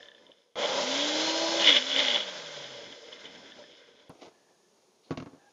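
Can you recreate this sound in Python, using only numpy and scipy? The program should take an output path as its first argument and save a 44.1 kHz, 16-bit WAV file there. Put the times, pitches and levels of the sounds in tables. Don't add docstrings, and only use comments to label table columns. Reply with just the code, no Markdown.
import sys
import numpy as np
from scipy import signal
from scipy.fft import rfft, irfft, next_fast_len
from scipy.io import wavfile

SR = 44100
rng = np.random.default_rng(int(sys.argv[2]) if len(sys.argv) > 2 else 0)


def field_ratio(decibels):
    return 10 ** (np.asarray(decibels, dtype=float) / 20)


def transcribe(u):
    v = np.clip(np.atleast_2d(u).T, -1, 1)
    q = np.round(v * 32767).astype(np.int16)
    wavfile.write(sys.argv[1], SR, q)


N = 243431

POWER_ON_S, POWER_OFF_S = 0.556, 1.68
SCENE_CHANGE_S = 4.094

# time in seconds, speed in turns per s, unbalance tone in dB.
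SHAFT_RUN = [(0.82, 240.9, -49.2), (0.88, 259.4, -40.9), (1.03, 292.7, -39), (1.22, 315.6, -37.3),
             (1.4, 327.2, -38.4), (1.56, 332.8, -38.3), (1.65, 330.1, -42), (1.69, 304.2, -36),
             (1.77, 243.9, -46.5), (1.82, 255.0, -50.2), (1.88, 270.2, -48.9), (1.95, 272.2, -45),
             (2.03, 270.5, -46.3), (2.1, 248.6, -48.1), (2.22, 200, -59), (2.4, 164.2, -61.5),
             (2.72, 131, -63.5), (2.93, 111.4, -78)]
# multiple of the shaft speed, level in dB against the unbalance tone.
SHAFT_OVERTONES = [(1.5, -13), (2, -2.5), (2.5, -11), (3, -5.5)]
# time in seconds, level in dB.
SWIRL_PULSES = [
    [(0, -63), (.28, -70), (.4, -74), (.552, -84)],
    [(.556, -62), (.59, -44), (.8, -42), (1.57, -40), (1.78, -39), (1.84, -45), (2.06, -42), (2.24, -48),
     (2.34, -46), (2.7, -50), (3.1, -55.5), (3.6, -59), (3.85, -65), (4.09, -72)],
]
# time in seconds, rattle in dB, shudder in dB,
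# seconds to build 10 dB, seconds to clear 10 dB.
ICE_JAMS = [(.303, -66, -56, .025, .018), (.655, -34.5, -31, .08, .012), (.692, -35, -31, .02, .06),
            (.79, -45, -31, .07, .07), (1.0, -34, -50, .25, .6), (1.692, -19, -29, .075, .05),
            (1.766, -19.5, -35, .03, .018), (1.998, -24, -33, .09, .06), (2.08, -28, -39, .05, .1),
            (2.16, -30, -36, .05, .06), (2.28, -41, -48, .05, .03), (2.738, -55, -51, .04, .08),
            (3.132, -48, -49, .012, .012), (3.256, -48, -51, .02, .04), (3.585, -58, -50, .015, .03)]
# frequency in Hz, density in dB per Hz.
RUMBLE_SPECTRUM = [(18, -84.5), (30, -64.5), (160, -18.5), (255, -14), (304, -12), (426, -11.5),
                   (578, -1.5), (748, -13), (864, -13), (1400, -16), (1820, -38.5), (3080, -120)]
# frequency in Hz, density in dB per Hz.
HISS_SPECTRUM = [(2180, -13.5), (3700, -4), (4170, -3), (4540, -7.5), (4870, -1.5), (5000, -31), (5280, -7),
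                 (5810, -6), (6950, -9), (7380, -4), (9590, -50), (16200, -120)]
# frequency in Hz, width in Hz, level in dB.
HOUSING_MODES = [(487, 45, -8), (588, 24, 0), (835, 50, -9), (995, 70, -12)]
# frequency in Hz, width in Hz, level in dB.
IDLE_HOUSING_MODES = [(270, 150, -9), (472, 32, 1), (582, 35, -1), (1000, 60, -11)]
# frequency in Hz, width in Hz, level in dB.
SLUSH_MODES = [(1570, 110, -5), (2105, 45, 1.5), (1850, 1100, -8)]
# frequency in Hz, width in Hz, level in dB.
CUP_WALL_MODES = [(2940, 160, 3), (3407, 343, 8.5), (2084, 340, 0), (5150, 210, -21)]
# time in seconds, peak in dB.
ICE_LUMPS = [(0.6264, -25), (0.6404, -20), (0.6574, -20.5), (0.6898, -23), (0.9266, -23), (1.2954, -22),
             (1.3754, -23.5), (1.5973, -18), (1.6247, -15), (1.6432, -13), (1.6741, -7), (1.6866, -7.5),
             (1.6914, -9.5), (1.7024, -11), (1.7144, -12.5), (1.7254, -10.5), (1.7649, -7.5),
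             (1.7704, -10.5), (1.823, -19), (1.9145, -17.5), (1.9614, -11.5), (1.9909, -12.5), (2.002, -14),
             (2.0493, -16.5), (2.0822, -12.5), (2.1029, -14), (2.1124, -14.5), (2.1444, -14), (2.1595, -13),
             (2.2034, -21)]
# time in seconds, high ring in dB, low ring in dB.
COUPLING_TICKS = [(0.0044, -49, -43), (0.0282, -36.5, -44), (0.0563, -40, -47), (0.0842, -36, -43),
                  (0.1151, -44, -46), (0.147, -41, -52), (0.179, -50, -51), (0.221, -52, -57),
                  (0.2653, -42, -62), (0.3162, -40, -59), (0.3824, -50.5, -67), (0.4174, -56, -78),
                  (2.443, -36, -48), (2.6419, -28, -50), (2.9244, -32.5, -46), (3.1267, -30.5, -56),
                  (3.2437, -48, -58), (3.2525, -39, -55), (3.3494, -38, -56), (3.519, -36, -44),
                  (3.637, -45, -45), (3.9653, -52, -69)]
# frequency in Hz, level in dB, decay t60 in seconds.
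COUPLING_MODES = [(1755, 0, .03), (3050, -3, .018), (3550, -2, .022)]
# time in seconds, peak in dB, crack in dB against the peak.
CUP_KNOCKS = [(4.094, -35, -20), (4.098, -46, -10), (4.118, -51, -15), (4.27, -49, -11),
              (5.107, -16.5, -19), (5.114, -38, -2), (5.126, -27, -25), (5.173, -21.5, -9),
              (5.2, -27, -14.5), (5.223, -29.5, -15.5), (5.26, -33, -18), (5.27, -38, -17),
              (5.329, -41, -36), (5.347, -49, -23), (5.368, -50, -17)]
# frequency in Hz, level in dB, decay t60 in seconds.
COUNTER_MODES = [(149, -7, 0.084), (172.3, -3, 0.052), (273, 0.5, 0.057), (323, -2.5, 0.042),
                 (408, -7, 0.035), (557, -11, .03), (656, -8, 0.03), (1088, -19, .025)]
# frequency in Hz, level in dB, decay t60 in seconds.
RIM_MODES = [(1300, -3, .015), (2250, -5, .015), (2750, 0, .014), (4400, -4, .01)]
# frequency in Hz, density in dB per Hz.
BUZZ_SPECTRUM = [(35, -58), (60, -28), (200, -3), (324, -4), (435, -8.5), (501, -11.5), (852, -14),
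                 (1030, -10), (2500, -30), (3250, -54), (5500, -120)]
# time in seconds, dull rub in dB, bright scrape in dB,
# seconds to build 10 dB, seconds to fade 10 dB.
HAND_TOUCHES = [(4.1, -42, -60, .002, .015), (4.14, -60, -72, .03, .2), (4.226, -46, -55, .016, .045),
                (4.27, -48, -54, .05, .016), (4.33, -67, -78, .03, .15), (4.496, -67, -78, .008, .1),
                (4.782, -68, -83, .01, .025), (4.838, -69, -85, .01, .035), (5.012, -72, -86, .12, .025),
                (5.1, -60, -68, .04, .004), (5.29, -61, -73, .02, .08), (5.33, -55, -77, .01, .01),
                (5.416, -66, -79, .2, .12), (5.49, -69, -76, .08, .05)]
# frequency in Hz, density in dB per Hz.
RUB_SPECTRUM = [(35, -48), (60, -32.5), (189, -20), (302, -7), (584, -7.5), (725, -9.5), (1500, -22),
                (1950, -38), (3300, -120)]
# frequency in Hz, density in dB per Hz.
SCRAPE_SPECTRUM = [(710, -18), (1200, -15.5), (1720, -26), (2030, -3), (2590, -7), (3450, -6.5),
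                   (5970, -12), (7380, -17), (9590, -42), (16200, -120)]
# time in seconds, pitch in Hz, level in dB.
FINGER_SQUEAK = [
    (5.38, 790, -77),
    (5.40, 790, -69),
    (5.46, 816, -68),
    (5.49, 820, -64),
    (5.5, 850, -82),
]
# time in seconds, narrow rustle in dB,
# seconds to build 10 dB, seconds to fade 10 dB.
FINGER_SLIDES = [
    (4.33, -76, .05, .3),
    (4.49, -76, .2, .2),
    (5.39, -75, .015, .3),
    (5.485, -76, .2, .012),
]
# time in seconds, hiss in dB.
BASE_BRUSH = [
    (5.03, -84),
    (5.042, -64),
    (5.06, -68),
    (5.1, -71),
]
# frequency in Hz, density in dB per Hz.
ROOM_SPECTRUM = [(12, -68.5), (20, -51), (113, -21.5), (204, -13.5), (243, -12), (319, -23), (352, -6),
                 (389, -8), (797, -18), (858, -15.5), (1370, -24), (1800, -28), (2090, -26), (5760, -21.5),
                 (7380, -19.5), (9590, -48.5), (16200, -120)]
# frequency in Hz, density in dB per Hz.
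AIR_SPECTRUM = [(7600, -22), (7900, -2.5), (9000, -2.5), (11300, -4.5), (11700, -13.5), (15300, -15.5),
                (15800, -36.5)]


def motor():
    speed, level_db = in_time([SHAFT_RUN])
    turns = np.cumsum(np.maximum(speed, 0) * (1 + 0.0008 * drift(30))) / SR
    phase = 2 * np.pi * turns
    powered = np.clip((POWER_OFF_S - np.arange(N) / SR) / 0.03, 0, 1)
    effort = powered * np.clip((speed - 230) / 100, 0, 1)
    overtones = sum(field_ratio(db + 3.5 * drift(25)) * np.sin(k * phase) for k, db in SHAFT_OVERTONES)
    commutator_order, commutator_db = 13, -42
    whine = field_ratio(commutator_db + 1.5 * drift(15)) * effort * np.sin(commutator_order * phase)
    unbalance = field_ratio(level_db + 2.5 * (1 - powered) * drift(35))
    return np.sqrt(2) * (unbalance * (np.sin(phase) + effort ** 3 * overtones) + whine)


def work():
    t = np.arange(N) / SR
    swirl = in_time(SWIRL_PULSES)[0] + 44
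    slosh = 2.5 * np.clip(-swirl / 20, 0, 1)
    laws = (-44.5, 0.78), (-44.2, 1.02), (-43.5, 0.92), (-45.5, 1.1)
    from_swirl = np.array([field_ratio(db + share * swirl + slosh * drift(28)) for db, share in laws])

    since = np.maximum(t - POWER_ON_S, 0)
    powered = np.clip((POWER_OFF_S - t) / 0.06, 0, 1)
    drive_db, drive_rise_s = -36.3, 0.007
    drive = field_ratio(drive_db) * powered * (1 - np.exp(-since / drive_rise_s))
    full_speed_hz, speed_power = 330, 3.3
    coasting = (np.maximum(in_time([SHAFT_RUN])[0], 0) / full_speed_hz) ** speed_power
    blade_db, blade_rise_s = -35.3, 0.17
    driven = powered * (1 - np.exp(-since / blade_rise_s))
    blade = field_ratio(blade_db) * (driven + (1 - powered) * coasting)

    s, rattle_db, shudder_db, build, clear = np.transpose(ICE_JAMS)
    moving = (t < 0.34) | (t > POWER_ON_S)
    jam = swells(s, rattle_db, build, clear) * (t > POWER_ON_S)
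    shudder = swells(s, shudder_db, build, clear) * moving
    jam_slush, jam_hiss = field_ratio(-12) * jam, field_ratio(-18) * jam
    return np.hypot(from_swirl, [np.hypot(drive, shudder), jam_slush, jam, np.hypot(blade, jam_hiss)])


def blending(rumble_gain, slush_gain, rattle_gain, hiss_gain):
    surge = drift(39.67)
    white = rng.standard_normal((5, N))
    vortex = np.interp(np.arange(N) / SR, [0.555, 0.556, 2.35, 2.9], [0, 1, 1, 0])

    busy = resonate(white[0], HOUSING_MODES, patchy_db=0.6)
    idle = resonate(white[4], IDLE_HOUSING_MODES, patchy_db=2.5)
    housing = 0.74 * np.sqrt(vortex) * busy + 1.02 * np.sqrt(1 - vortex) * idle
    housing += (0.42 + 0.3 * vortex) * coloured(white[1], RUMBLE_SPECTRUM)

    slush = resonate(grains(6000, 2.6), SLUSH_MODES, patchy_db=1.5)
    rattle = resonate(grains(3500 * field_ratio(2.6 * drift(70)), 2.5), CUP_WALL_MODES, patchy_db=1.0)

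    whistle = resonate(white[2], [(5165, 110, 0)], patchy_db=1.0)
    whistle_db = -5 + 5.2 * (0.5 - vortex)
    hiss = coloured(white[3], HISS_SPECTRUM) + field_ratio(whistle_db) * whistle

    return (rumble_gain * field_ratio(0.43 * surge) * housing + slush_gain * field_ratio(0.62 * surge) * slush
            + rattle_gain * field_ratio(0.8 * surge) * rattle + hiss_gain * field_ratio(0.79 * surge) * hiss)


def lumps():
    lump_s, lump_db = np.transpose(ICE_LUMPS)
    chance = rng.random((140, 2))
    chip_s = POWER_ON_S + 1.8 * chance[:, 0]
    s, rattle_db, _, build, clear = np.transpose(ICE_JAMS)
    jam = swells(s, rattle_db, build, clear)[(chip_s * SR).astype(int)]
    spread_db = 4.0
    chip_db = 20 * np.log10(jam) + 4.0 - 2 * spread_db * chance[:, 1]
    wall = [(hz, db, 3.9 / width) for hz, width, db in CUP_WALL_MODES]
    times, levels_db = np.r_[lump_s, chip_s], np.r_[lump_db, chip_db] - 9.0
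    return strike(times, levels_db, wall, scatter_db=0, contact_s=0.0018)


def coupling():
    s, high_db, low_db = np.transpose(COUPLING_TICKS)
    low = strike(s, low_db, COUPLING_MODES[:1], scatter_db=0, contact_s=0.004)
    high = strike(s, high_db - 4, COUPLING_MODES[1:], scatter_db=1, contact_s=0.002)
    return low + high


def knocks():
    s, level_db, crack_db = np.transpose(CUP_KNOCKS)
    crack_db = level_db + crack_db
    thud = strike(s, level_db - 6.5, COUNTER_MODES, scatter_db=2.0, contact_s=0.00375)
    crack = strike(s, crack_db - 7.0, RIM_MODES, scatter_db=2.5, contact_s=0.0016)
    white = rng.standard_normal((2, N))
    buzz = dying(s, level_db - 15.0, tau_s=0.012) * coloured(white[0], BUZZ_SPECTRUM)
    slap = dying(s, crack_db - 13.5, tau_s=0.011) * coloured(white[1], SCRAPE_SPECTRUM)
    return thud + crack + buzz + slap


def handling():
    s, rub_db, scrape_db, build, fade = np.transpose(HAND_TOUCHES)
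    rub = coloured(rng.standard_normal(N), RUB_SPECTRUM) * field_ratio(3.2 * drift(90))
    scrape = coloured(grains(3000 * field_ratio(4.1 * drift(120)), 2.8), SCRAPE_SPECTRUM)
    return swells(s, rub_db - 1.5, build, fade) * rub + swells(s, scrape_db, build, fade) * scrape


def squeak():
    pitch, level_db = in_time([FINGER_SQUEAK])
    phase = 2 * np.pi * np.cumsum(np.maximum(pitch, 0) * (1 + 0.035 * drift(200))) / SR
    tone = field_ratio(level_db + 4.2 * drift(96)) * (np.sin(phase) + 0.6 * np.sin(2 * phase))
    white = rng.standard_normal((2, N))
    rustle = resonate(white[0], [(1640, 110, -2), (1750, 93, 0)], patchy_db=4.5)
    brush = resonate(white[1], [(4300, 400, 0), (3000, 900, -11)], patchy_db=1)
    brush_gain = field_ratio(in_time([BASE_BRUSH])[0])
    return tone + swells(*np.transpose(FINGER_SLIDES)) * rustle + brush_gain * brush


def room(x):
    t60_s = 0.23
    t = np.arange(int(0.3 * SR)) / SR
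    tail = rng.standard_normal(len(t)) * field_ratio(-60 * t / t60_s) * (t > 0.004)
    tail = signal.lfilter([0.4], [1, -0.6], tail)
    return signal.fftconvolve(x, tail / np.sqrt(np.sum(tail ** 2)))[:N]


def room_tone():
    step_db = np.where(np.arange(N) / SR < SCENE_CHANGE_S, -9, 0)
    level_db = -67 + step_db + 0.47 * drift(2.9)
    return field_ratio(level_db) * coloured(rng.standard_normal(N), ROOM_SPECTRUM)


def air(hiss_gain):
    room_db = -82 + np.where(np.arange(N) / SR < SCENE_CHANGE_S, -6.5, 0)
    click = dying([SCENE_CHANGE_S], -58, tau_s=0.0017)
    level = hiss_gain * field_ratio(-41) + field_ratio(room_db) + click
    return level * coloured(rng.standard_normal(N), AIR_SPECTRUM)


def strike(times, levels_db, modes, scatter_db, contact_s):
    at, out = (np.asarray(times) * SR).astype(int), np.zeros(N)
    chance = rng.standard_normal((len(at), len(modes)))
    t = np.arange(int(contact_s * SR) + 3)
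    for k, (hz, level_db, t60) in enumerate(modes):
        clicks = np.full(N, 1e-18)
        clicks[at] = field_ratio(levels_db + level_db + scatter_db * chance[:, k])
        r, w = field_ratio(-60 / (t60 * SR)), 2 * np.pi * hz / SR
        push = np.hanning(len(t)) * np.cos(w * t)
        swell = signal.oaconvolve(clicks, push / np.sum(push * np.cos(w * t)))[:N]
        ring = signal.lfilter([np.sin(w), -np.sin(w)], [1, -2 * r * np.cos(w), r * r], swell)
        out += ring / (2 * np.sin(w / 2))
    return out


def resonate(x, peaks, patchy_db):
    out = 0
    for k, (hz, width, level_db) in enumerate(peaks):
        r = np.exp(-np.pi * width / SR)
        b = (1 - r * r) / 2 * np.array([1, 0, -1])
        ring = signal.lfilter(b, [1, -2 * r * np.cos(2 * np.pi * hz / SR), r * r], x + 1e-18)
        out = out + (-1) ** k * field_ratio(level_db + patchy_db * drift(11)) * ring
    return rms_one(out)


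def coloured(x, spectrum):
    hz, level_db = np.transpose(spectrum)
    size = next_fast_len(N)
    log_hz = np.log(np.fft.rfftfreq(size, 1 / SR) + 1)
    shape = field_ratio(np.interp(log_hz, np.log(hz), level_db, left=-90, right=-90))
    return rms_one(irfft(rfft(x, size) * shape, size)[:N])


def rms_one(x):
    return x / np.sqrt(np.mean(x ** 2) + 1e-20)


def grains(per_s, spread_db):
    sizes = field_ratio(spread_db * np.minimum(rng.exponential(1, N), 5)) * rng.choice([-1, 1], N)
    return sizes * (rng.random(N) < per_s / SR)


def drift(rate):
    knots = rng.standard_normal(1200)
    return np.interp(np.arange(N) / SR * rate, np.arange(len(knots)), knots)


def swells(s, level_db, build_s, fade_s):
    coarse = np.arange(0, N, 32)
    t = coarse[:, None] / SR - s
    gain = field_ratio(level_db - 10 * np.where(t < 0, -t / build_s, t / fade_s))
    return np.interp(np.arange(N), coarse, np.sqrt(np.sum(gain ** 2, axis=1)))


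def dying(times, levels_db, tau_s):
    jumps = np.full(N, 1e-18)
    jumps[(np.asarray(times) * SR).astype(int)] = field_ratio(levels_db)
    return signal.lfilter([1], [1, -np.exp(-1 / (tau_s * SR))], jumps)


def in_time(spans):
    out = np.full((len(spans[0][0]) - 1, N), -150.)
    for rows in spans:
        s, *columns = np.transpose(rows)
        inside = np.arange(int(s[0] * SR), min(int(s[-1] * SR), N))
        out[:, inside] = [np.interp(inside / SR, s, c) for c in columns]
    return out


def scene():
    gains = work()
    blows = lumps() + coupling() + knocks()
    near = motor() + blending(*gains) + blows + field_ratio(-16.5) * room(blows) + handling() + squeak()
    rounded = 0.81 * np.tanh((near + room_tone()) / 0.82)
    narrow = signal.sosfilt(signal.cheby2(12, 55, 8000, fs=SR, output="sos"), rounded)
    return (narrow + air(gains[3]))[None]


def roll_off(x):
    return signal.sosfilt(signal.butter(12, 15720, fs=SR, output="sos"), x)


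def record(dry):
    thin = signal.sosfilt(signal.butter(1, 25, "high", fs=SR, output="sos"), dry)
    return roll_off(thin)


dry = scene()
out = record(dry)
transcribe(out)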